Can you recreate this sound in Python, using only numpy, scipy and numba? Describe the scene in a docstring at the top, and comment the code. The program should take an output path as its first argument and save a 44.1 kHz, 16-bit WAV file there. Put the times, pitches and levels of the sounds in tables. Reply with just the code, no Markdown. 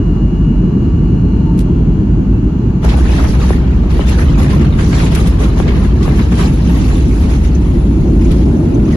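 """An airliner's body booms on the runway as it lands, heard from a window seat over the wing.
Before the wheels touch at 2.83 s, air roars past the wing, the engines drone and a pump whines.
Then the tyres pound the runway: wall panels, bins and plastic trim rattle, a loose fitting knocks,
and near the end the engines swell for reverse thrust. A phone's limiter holds down the loud rumble."""
import sys
import numpy as np
from scipy import signal
from scipy.fft import rfft, irfft
from scipy.io import wavfile
from scipy.ndimage import uniform_filter1d, minimum_filter1d
from numba import njit

SR = 44100
rng = np.random.default_rng(int(sys.argv[2]) if len(sys.argv) > 2 else 0)


def file_out(sig):
    """Save sig as 16-bit WAV at sys.argv[1]."""
    # one column per channel
    cols = np.atleast_2d(sig).T
    # limit, then scale
    lim = np.clip(cols, -1, 1)
    pcm = np.round(lim * 32767).astype(np.int16)
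    wavfile.write(sys.argv[1], SR, pcm)


N = 395136
TIME = np.arange(N) / SR
FREQS = np.fft.rfftfreq(N, 1 / SR)
TOUCHDOWN_S = 2.83

# The boom, strongest as the weight settles. Each row: time in seconds, level in dB.
BOOM_LEVELS = [(2.84, -8), (3.02, -7), (3.3, -11), (4.3, -9.5), (4.7, -11.5), (5.5, -11.5), (5.9, -10.5),
               (6.6, -11.5), (7.45, -9.5), (7.9, -12.5), (8.3, -8), (8.6, -15.5)]
# The engine drone in the air. Each row: time in seconds, level in dB.
DRONE_LEVELS = [(0, -14.5), (.58, -11.5), (.8, -25), (1, -16.5), (1.6, -16), (2.25, -14.5), (2.8, -19)]

def fuselage(drone_hz, boom_hz, sag_hz_per_s):
    """The plane's body drones with the engines, then booms once the tyres pound the runway."""
    boom_db, = curves(BOOM_LEVELS)
    drone_db, = curves(DRONE_LEVELS)
    since_touchdown = TIME - TOUCHDOWN_S
    sagging_hz = boom_hz - sag_hz_per_s * since_touchdown  # the pitch sinks as the plane slows
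    rolling = np.clip(since_touchdown / .014, 0, 1)
    drone = wandering_tone(np.full(N, drone_hz), width_hz=7.8, span_s=.18) * undb(drone_db)
    boom = wandering_tone(sagging_hz, width_hz=17.8, span_s=.075) * undb(boom_db)
    return drone * (1 - rolling) + boom * rolling


def wandering_tone(hz, width_hz, span_s):
    """One tone, pushed at random so that its swing wanders in size and timing."""
    push = signal.sosfilt(signal.butter(2, width_hz / 2, fs=SR, output="sos"),
                          rng.standard_normal((4, N)))
    tone = np.exp(2j * np.pi * np.cumsum(hz) / SR)
    swing = np.real((push[:2] + 1j * push[2:]) * tone)
    return steady(spread(swing), span_s)


# The roar rises and eases with the airflow. Each row: time in seconds, level in dB.
ROAR_LEVELS = [(0, -12), (.8, -10), (2, -10.5), (3.1, -13), (4.1, -13.5), (4.6, -9.5), (5.3, -13.5),
               (6.4, -10.5), (7.4, -14), (8, -11.5), (8.8, -10.5)]
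# The tone of the roar and of the hiss. Each row: frequency in Hz, relative strength in dB.
ROAR_COLOUR = [(20, -25.5), (34, -17.5), (50, -3.5), (75, 3), (105, 0.5), (135, 0), (175, 1), (250, -4.5),
               (335, -9.5), (420, -18), (540, -32.5), (800, -58), (3000, -100)]
HISS_COLOUR = [(300, -8.5), (550, -5.5), (620, 3.5), (700, -1.5), (900, 1.5), (1150, -6), (1400, -6),
               (1850, -15), (2300, -17), (2750, -15.5), (3700, -25.5), (4250, -21.5), (5200, -29),
               (6700, -24), (8500, -43), (11000, -35)]

def airflow(hiss_db):
    """Air beats on the wing flaps with a deep roar and hisses along the plane's skin."""
    roar_db, = curves(ROAR_LEVELS)
    roar = steady(turbulence(ROAR_COLOUR, flutter_db=2.4), span_s=.12)
    hiss = turbulence(HISS_COLOUR, flutter_db=.3)
    return roar * undb(roar_db) + hiss * undb(hiss_db)


# The engines build up. Each row: time in seconds, level in dB.
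THRUST_LEVELS = [(0, -59), (6.5, -26.5), (7.5, -21.5), (8.1, -19.5), (8.45, -15), (8.96, -13)]
# Their tone. Each row: frequency in Hz, relative strength in dB.
THRUST_COLOUR = [(120, -21.5), (200, 1.5), (340, 3), (450, -14.5), (600, -18.5), (1000, -34), (2000, -60.5)]

def reverse_thrust():
    """The engines swell to a low rush as they help to brake the plane."""
    thrust_db, = curves(THRUST_LEVELS)
    return turbulence(THRUST_COLOUR, flutter_db=2) * undb(thrust_db)


# Each row: start in seconds, peak level in dB, how many dB louder on the left than on the right.
FITTING_KNOCKS = [(2.9888, -9, 11), (3.5055, 1, 12), (3.9938, -2.5, 11), (5.601, -4.5, 10),
                  (6.0793, -7, 13)]

def knocks(echo_db, echo_t60_s, start_hz=1600, body_hz=355, drop_s=.00085, t60_s=.022):
    """A loose fitting hits a panel. Treble runs through it fastest, so a tick drops to a thud."""
    out, t = np.zeros((2, N)), TIME[:2048]
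    hz = body_hz + (start_hz - body_hz) * np.exp(-t / drop_s)
    envelope = (1 - np.exp(-t / .0008)) * undb(-60 * t / t60_s)
    for s, db, pan_db in FITTING_KNOCKS:
        detune = 1 + .05 * rng.standard_normal()
        blow = envelope * np.sin(2 * np.pi * np.cumsum(hz * detune) / SR)
        blow = blow[None] / np.abs(blow).max() * undb(db)
        ear_gains = undb(np.minimum([[pan_db], [-pan_db]], 0))
        add(out, s, blow * ear_gains)
        add(out, s, signal.fftconvolve(blow, ring(echo_t60_s), axes=1) * undb(echo_db))
    return out


# The tone of the low rattle and of the bright rattle, which dips near 8500 Hz.
# Each row: frequency in Hz, relative strength in dB.
LOW_RATTLE_COLOUR = [(250, 14.5), (370, 14.5), (450, 9.5), (560, 1), (700, -2), (900, -3.5), (1170, -5.5),
                     (1450, -11.5), (1900, -13.5), (2700, -17), (4000, -24), (6000, -34), (10000, -35)]
BRIGHT_RATTLE_COLOUR = [(1200, 6), (2500, 5), (4000, 4), (5200, 0), (6600, 0), (8500, -13), (10500, -0.5),
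                        (12000, -9.5)]

def cabin_rattle(boom):
    """From touchdown on, the runway shakes wall panels, bins and their plastic trim."""
    panel_gain, trim_gain = shaking()
    floor_phase = np.angle(signal.hilbert(boom[0]))  # where the floor is in its swing
    panels = rattle(floor_phase, LOW_RATTLE_COLOUR, low_hz=330, high_hz=6000, crunch_db=1,
                    echo_db=-5, scatter_db=2.2, t60_s=.01, bout_db=2.2, count=1700)
    trim = rattle(floor_phase, BRIGHT_RATTLE_COLOUR, low_hz=1800, high_hz=13000, crunch_db=.7,
                  echo_db=0, scatter_db=2, t60_s=.008, bout_db=3.2, count=3200)
    return panels * panel_gain + trim * trim_gain


# The light rattle between jolts. Each row: time in seconds, panel level in dB, trim level in dB.
ROLLING_LEVELS = [(2.83, -26.5, -69), (3.75, -31.5, -51), (5, -29, -45.5), (7.2, -33, -45.5),
                  (8, -38, -45.5), (8.96, -35, -48.5)]
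# Bumps in the runway. Each row: start and length in seconds, panel level in dB, trim level in dB.
RUNWAY_JOLTS = [(2.815, 0.15, -25, -37.5), (2.966, 0.16, -30.5, -37.5), (3.074, 0.17, -24, -34),
                (3.257, 0.064, -37, -34), (3.38, 0.14, -26.5, -34), (3.885, 0.14, -26, -39.5),
                (4.053, 0.071, -24.5, -30.5), (4.162, 0.058, -22.5, -35.5), (4.24, 0.18, -29, -47),
                (4.364, 0.077, -24, -33.5), (4.468, 0.11, -25, -37.5), (4.594, 0.024, -25.5, -39),
                (4.769, 0.14, -29, -35), (4.907, 0.14, -23, -30.5), (5.096, 0.12, -25, -32.5),
                (5.245, 0.014, -23.5, -30.5), (5.383, 0.06, -22.5, -34.5), (5.555, 0.046, -24, -35.5),
                (5.637, 0.097, -24.5, -46), (5.74, 0.12, -29, -42), (5.99, 0.14, -25.5, -41.5),
                (6.137, 0.11, -31.5, -37), (6.297, 0.11, -29, -35), (6.365, 0.086, -23.5, -31),
                (6.5, 0.18, -36, -41), (6.633, 0.13, -28.5, -38), (6.75, 0.23, -30, -36),
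                (6.97, 0.26, -45, -41), (7.202, 0.057, -28, -41.5), (7.276, .07, -28.5, -36.5),
                (7.417, 0.032, -36, -37.5), (7.6, 0.096, -35, -47), (8.19, 0.24, -34.5, -42.5),
                (8.867, .11, -30, -43)]

def shaking(attack_s=.026, settle_db_per_s=186):
    """How hard panels and trim shake: each jolt quickly adds to the light rattle, then dies away."""
    rolling = np.clip((TIME - TOUCHDOWN_S) / .008, 0, 1)
    power = undb(curves(ROLLING_LEVELS)) ** 2 * rolling
    for s, length_s, panel_db, trim_db in RUNWAY_JOLTS:
        age = TIME - s
        rise = np.clip(age / attack_s, 0, 1)
        settle = undb(-settle_db_per_s * np.clip(age - length_s, 0, 1))
        power += (undb([[panel_db], [trim_db]]) * rise * settle) ** 2
    return np.sqrt(power)


def rattle(floor_phase, tone, low_hz, high_hz, crunch_db, echo_db, **tap_settings):
    """Twenty loose parts, large to small, shake in quick crunches and blend in the cabin's echo."""
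    near = sum(loose_part(hz, floor_phase, **tap_settings) for hz in np.geomspace(low_hz, high_hz, 20))
    near = near * undb(crunch_db * walk(170))
    echo = cabin_echo(near, t60_s=.2)
    blend = unit(near) + unit(echo) * undb(echo_db)
    return steady(spread(colour(blend, tone)), span_s=.06)


def loose_part(hz, floor_phase, scatter_db, t60_s, bout_db, count):
    """One part taps in bouts, hardest at its own moment of the floor's swing."""
    starts = rng.integers(int(2.8 * SR), N, count)
    bouts = np.interp(starts / N, np.linspace(0, 1, 260), rng.standard_normal(260))
    throw = 1 + .5 * np.cos(floor_phase[starts] + rng.uniform(0, 2 * np.pi))
    accents = np.minimum(rng.exponential(size=count), np.pi)
    size = np.sqrt(hz) * throw * undb(scatter_db * accents + bout_db * bouts)
    pitch = hz * np.exp(.13 * rng.standard_normal(count))
    left, right = size * np.exp(2j * np.pi * rng.random((2, count)))
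    decay_s = t60_s * 2 ** rng.uniform(-1, 2, count)
    return taps(starts, np.minimum(pitch, SR / 3), decay_s, left, right)


@njit
def taps(start, hz, t60_s, left, right):
    """Tiny fading rings with a soft start; left and right hold each one's size and phase."""
    out = np.zeros((2, N))
    for k in range(len(start)):
        turn_and_fade = np.exp((2j * np.pi * hz[k] - np.log(1000) / t60_s[k]) / SR)
        swing, onset = 1 + 0j, 0.
        for i in range(start[k], min(N, start[k] + int(t60_s[k] * SR * .7))):
            onset += (1 - onset) * hz[k] / SR * .5
            swing *= turn_and_fade
            out[0, i] += onset * (swing * left[k]).imag
            out[1, i] += onset * (swing * right[k]).imag
    return out


def cabin_echo(x, t60_s):
    """Each moment's clatter comes from another place in the cabin, so it gets its own echo."""
    out, block = np.zeros((2, N)), SR // 50
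    for i in range(int(TOUCHDOWN_S * SR) - block, N - block, block):
        add(out, i / SR, signal.fftconvolve(x[:, i:i + block], ring(t60_s), axes=1))
    return out


# Each row: start in seconds, opening level in dB, centre frequency in Hz.
PANEL_CLACKS = [(2.843, -23.5, 750), (2.888, -27.5, 2600), (3.05, -29.5, 900), (3.193, -27, 750),
                (3.237, -24, 900), (3.335, -29.5, 900), (4.499, -31, 2300), (4.6, -31, 1400),
                (4.638, -30, 1000), (4.786, -24, 1200), (4.927, -26, 1000), (4.997, -27, 1500),
                (5.06, -30, 2200), (5.155, -27, 1200), (5.432, -32, 2200), (5.676, -29, 2200),
                (6.025, -33, 3600), (6.189, -24, 1250), (6.318, -28, 950), (6.388, -25, 1000),
                (6.405, -26, 950), (6.9, -31.5, 1000), (7.445, -39, 2800), (8.308, -34, 2400)]

def clacks(t60_s):
    """A panel or bin door hits its frame: a dry burst with no clear pitch."""
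    out = np.zeros((2, N))
    for s, db, hz in PANEL_CLACKS:
        band = signal.butter(2, [hz / 1.7, hz * 1.7], "bandpass", fs=SR, output="sos")
        burst = signal.sosfilt(band, crunch(t60_s))
        opening_level = burst[:, :SR // 80].std()
        add(out, s, burst / opening_level * undb(db))
    return out


# Each row: start in seconds, level in dB before filtering, fade time in seconds.
TRIM_SNAPS = [(1.575, -31, .06), (1.589, -14.5, .028), (1.6, -25.5, .09), (2.843, -19, .05),
              (4.088, -17, .07), (5.148, -6.5, .04), (5.271, -15.5, .05), (8.313, -20, .05)]

def snaps():
    """The plastic trim snaps in single bright crunches."""
    out = np.zeros((2, N))
    for s, db, t60_s in TRIM_SNAPS:
        add(out, s, crunch(t60_s) * undb(db))
    return colour(out, [(600, -22), (1800, -1), (2800, .5), (4500, -3), (8000, -5.5), (12000, -2.5)])


# Each row: loudest moment in seconds, half length in seconds, pitch in Hz, top level in dB.
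TONE_SWELLS = [(0.523, 0.15, 2650, -54), (0.857, .13, 2750, -59), (1.105, 0.22, 2640, -62),
               (1.5, 0.06, 900, -34.5), (2.37, .07, 2665, -51), (4.55, 0.44, 144, -14.5),
               (5.163, 0.35, 161.3, -17), (6.73, 0.15, 177.3, -21)]

def swells(width_hz):
    """Brief tones swell and fade: low hums, and faint high tones beside the pump's whine."""
    out = np.zeros((2, N))
    for s, half_s, hz, db in TONE_SWELLS:
        envelope = np.exp(-((TIME - s) / half_s) ** 2)
        out += wandering_tone(np.full(N, hz), width_hz, span_s=.12) * undb(db) * envelope
    return out


# Each row: start in seconds, peak level in dB, pitch in Hz.
JOINT_CHIRPS = [(6.451, -29, 4120), (7.547, -34, 6200), (8.243, -37, 6200), (8.741, -37, 6260),
                (8.851, -41.5, 6200), (8.921, -40, 6340)]

def chirps(rise_s, roughness):
    """A tight joint slips for a moment and gives a thin, rough squeak."""
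    out, t = np.zeros((2, N)), TIME[:2048]
    envelope = t / rise_s * np.exp(1 - t / rise_s)
    for s, db, hz in JOINT_CHIRPS:
        jitter = roughness * np.cumsum(rng.standard_normal((2, len(t))), axis=1)
        add(out, s, np.sin(2 * np.pi * hz * t + jitter) * envelope * undb(db))
    return out


# The notes a latch rings with. Each row: pitch in Hz, level in dB, fade time in seconds.
LATCH_NOTES = [(2326, -36.5, .05), (2470, -38.5, .08), (2536, -36, .11)]

def latch(start_s):
    """A small latch ticks once and rings briefly."""
    out, t = np.zeros((2, N)), TIME[:8192]
    onset = 1 - np.exp(-t / .004)
    for hz, db, t60_s in LATCH_NOTES:
        phase = 2 * np.pi * hz * t + rng.uniform(0, np.pi / 2, (2, 1))
        add(out, start_s, np.sin(phase) * onset * undb(db - 60 * t / t60_s))
    return out


# How the pump runs. Each row: time in seconds, piston strokes per second, level in dB.
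PUMP_RUN = [(0, 572.4, -54), (1.1, 573, -55), (2.7, 571.6, -62), (3.6, 572, -58.5), (4.6, 571.8, -54.5),
            (6, 571.5, -62), (8.96, 571, -68)]
# Its overtones. Each row: multiple of the stroke rate, dB added to the pump's level.
PUMP_OVERTONES = [(2, 1.5), (3, -8.5), (4, -9), (5, 3.3)]

def pump(waver_db=2.2, flutter_db=2):
    """The pistons of a hydraulic pump whine, wavering slowly and fluttering quickly."""
    out = np.zeros((2, N))
    hz, db = curves(PUMP_RUN)
    phase = 2 * np.pi * np.cumsum(hz + .8 * walk(14) + .7 * walk(90)) / SR
    for ear in out:
        for multiple, overtone_db in PUMP_OVERTONES:
            gain = undb(overtone_db + waver_db * walk(2.8) + flutter_db * walk(45))
            ear += gain * np.sin(multiple * phase + rng.uniform(0, np.pi / 2))
    return np.sqrt(2) * out * undb(db)


# Thin tones of the engine blades and beside the pump's whine. Each row: pitch in Hz, level in dB.
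THIN_TONES = [(2345, -66), (2680, -65), (2800, -65), (3228, -69.5), (3452, -70.5), (4009, -69.5),
              (4151, -69.5), (4199, -67), (4755, -83)]

def thin_tones(waver_hz, waver_db=4.9):
    """Thin, wavering tones: the spinning blades of the idling engines, and faint tones beside the pump's whine."""
    out = np.zeros((2, N))
    for ear in out:
        for hz, db in THIN_TONES:
            gain = undb(db + waver_db * walk(4))
            ear += gain * np.sin(2 * np.pi * np.cumsum(hz + waver_hz * walk(11)) / SR)
    return np.sqrt(2) * out


# Stereo width and lean by pitch; the highest treble narrows toward the centre.
# Each row: frequency in Hz, width in dB, lean to the left in dB.
STEREO_SHAPE = [(60, -22, -0.3), (200, -21.5, 0), (354, -13, 0.6), (597, 3, 2.5), (1140, -2.5, 2),
                (2070, 3, 0), (4000, -2, -0.5), (7500, 2.5, -1), (10500, -5, 0)]

def spread(pair):
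    """Mix two unrelated signals to left and right: bass is shared, higher sounds are wider."""
    mid, side = rfft(pair)
    side = side * response(STEREO_SHAPE, column=1)
    lean = np.sqrt(response(STEREO_SHAPE, column=2))
    return irfft(np.array([(mid + side) * lean, (mid - side) / lean]), N)


def turbulence(tone, flutter_db):
    """Swirling air: stereo noise that flutters in level."""
    flow = spread(colour(rng.standard_normal((2, N)), tone))
    return unit(flow * undb(flutter_db * walk(23)))


def ring(t60_s):
    """Many panel notes at once, as a burst of noise. The fade time t60_s is for a drop of 60 dB."""
    return rng.standard_normal((2, 4096)) * undb(-60 * TIME[:4096] / t60_s)


def crunch(t60_s):
    """A panel's ring with a softened start."""
    return ring(t60_s) * (1 - np.exp(-TIME[:4096] / .003))


def undb(db):
    """Turn decibels into a gain."""
    return 10 ** (np.asarray(db) / 20)


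def unit(x):
    """Scale to an average (rms) level of 1."""
    return x / np.sqrt(np.mean(x ** 2))


def steady(x, span_s):
    """Hold the level near 1 over each span_s: quick flutter stays, slow swells go."""
    power = np.mean(x ** 2, axis=0)
    return x / np.sqrt(uniform_filter1d(power, int(span_s * SR)) + 1e-12)


def curves(table):
    """Join a time table's rows with straight lines, one curve per column."""
    s, *columns = np.transpose(table)
    return [np.interp(TIME, s, c) for c in columns]


def response(table, column=1):
    """The gain at every frequency, from one dB column of a table."""
    points = np.transpose(table)
    return undb(np.interp(np.log(FREQS + 1), np.log(points[0]), points[column]))


def colour(x, table):
    """Shape a sound's tone with rows of frequency in Hz and gain in dB."""
    return irfft(rfft(x) * response(table), N)


def walk(rate):
    """A smooth random drift, about 1 in size, with rate steps a second."""
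    k = int(SR / rate)
    steps = rng.standard_normal(N // 64)[np.arange(N) // k]
    return 1.3 * uniform_filter1d(uniform_filter1d(steps, k), k)


def add(out, s, sound):
    """Mix a stereo sound in at s seconds."""
    i = int(s * SR)
    out[:, i:i + sound.shape[1]] += sound[:, :N - i]


def scene():
    """Everything that reaches the seat."""
    boom = fuselage(drone_hz=50.2, boom_hz=59.97, sag_hz_per_s=.501)
    roar = airflow(hiss_db=-36) + reverse_thrust() + swells(width_hz=14.5)
    whines = pump() + thin_tones(waver_hz=11)
    blows = knocks(echo_db=-42, echo_t60_s=.1)
    clicks = clacks(t60_s=.14) + snaps() + chirps(rise_s=.0053, roughness=.23)
    return boom + roar + blows + cabin_rattle(boom) + clicks + whines


def record(dry, drive_db=.9, ceiling=.86, hold_s=.0039, top_hz=11900):
    """The phone's limiter turns down just ahead of each big swing; the highest treble is cut off."""
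    edge_fade = np.minimum(np.minimum(TIME, TIME[::-1]) / .002, 1)
    x = dry * undb(drive_db) * edge_fade
    hold = int(hold_s * SR)
    gain = minimum_filter1d(np.minimum(1, ceiling / (np.abs(x) + 1e-9)), hold)
    gain = uniform_filter1d(uniform_filter1d(gain, hold // 2), hold // 2)
    return signal.sosfilt(signal.ellip(10, .2, 80, top_hz, fs=SR, output="sos"), x * gain)


dry = scene()
out = record(dry)
file_out(out)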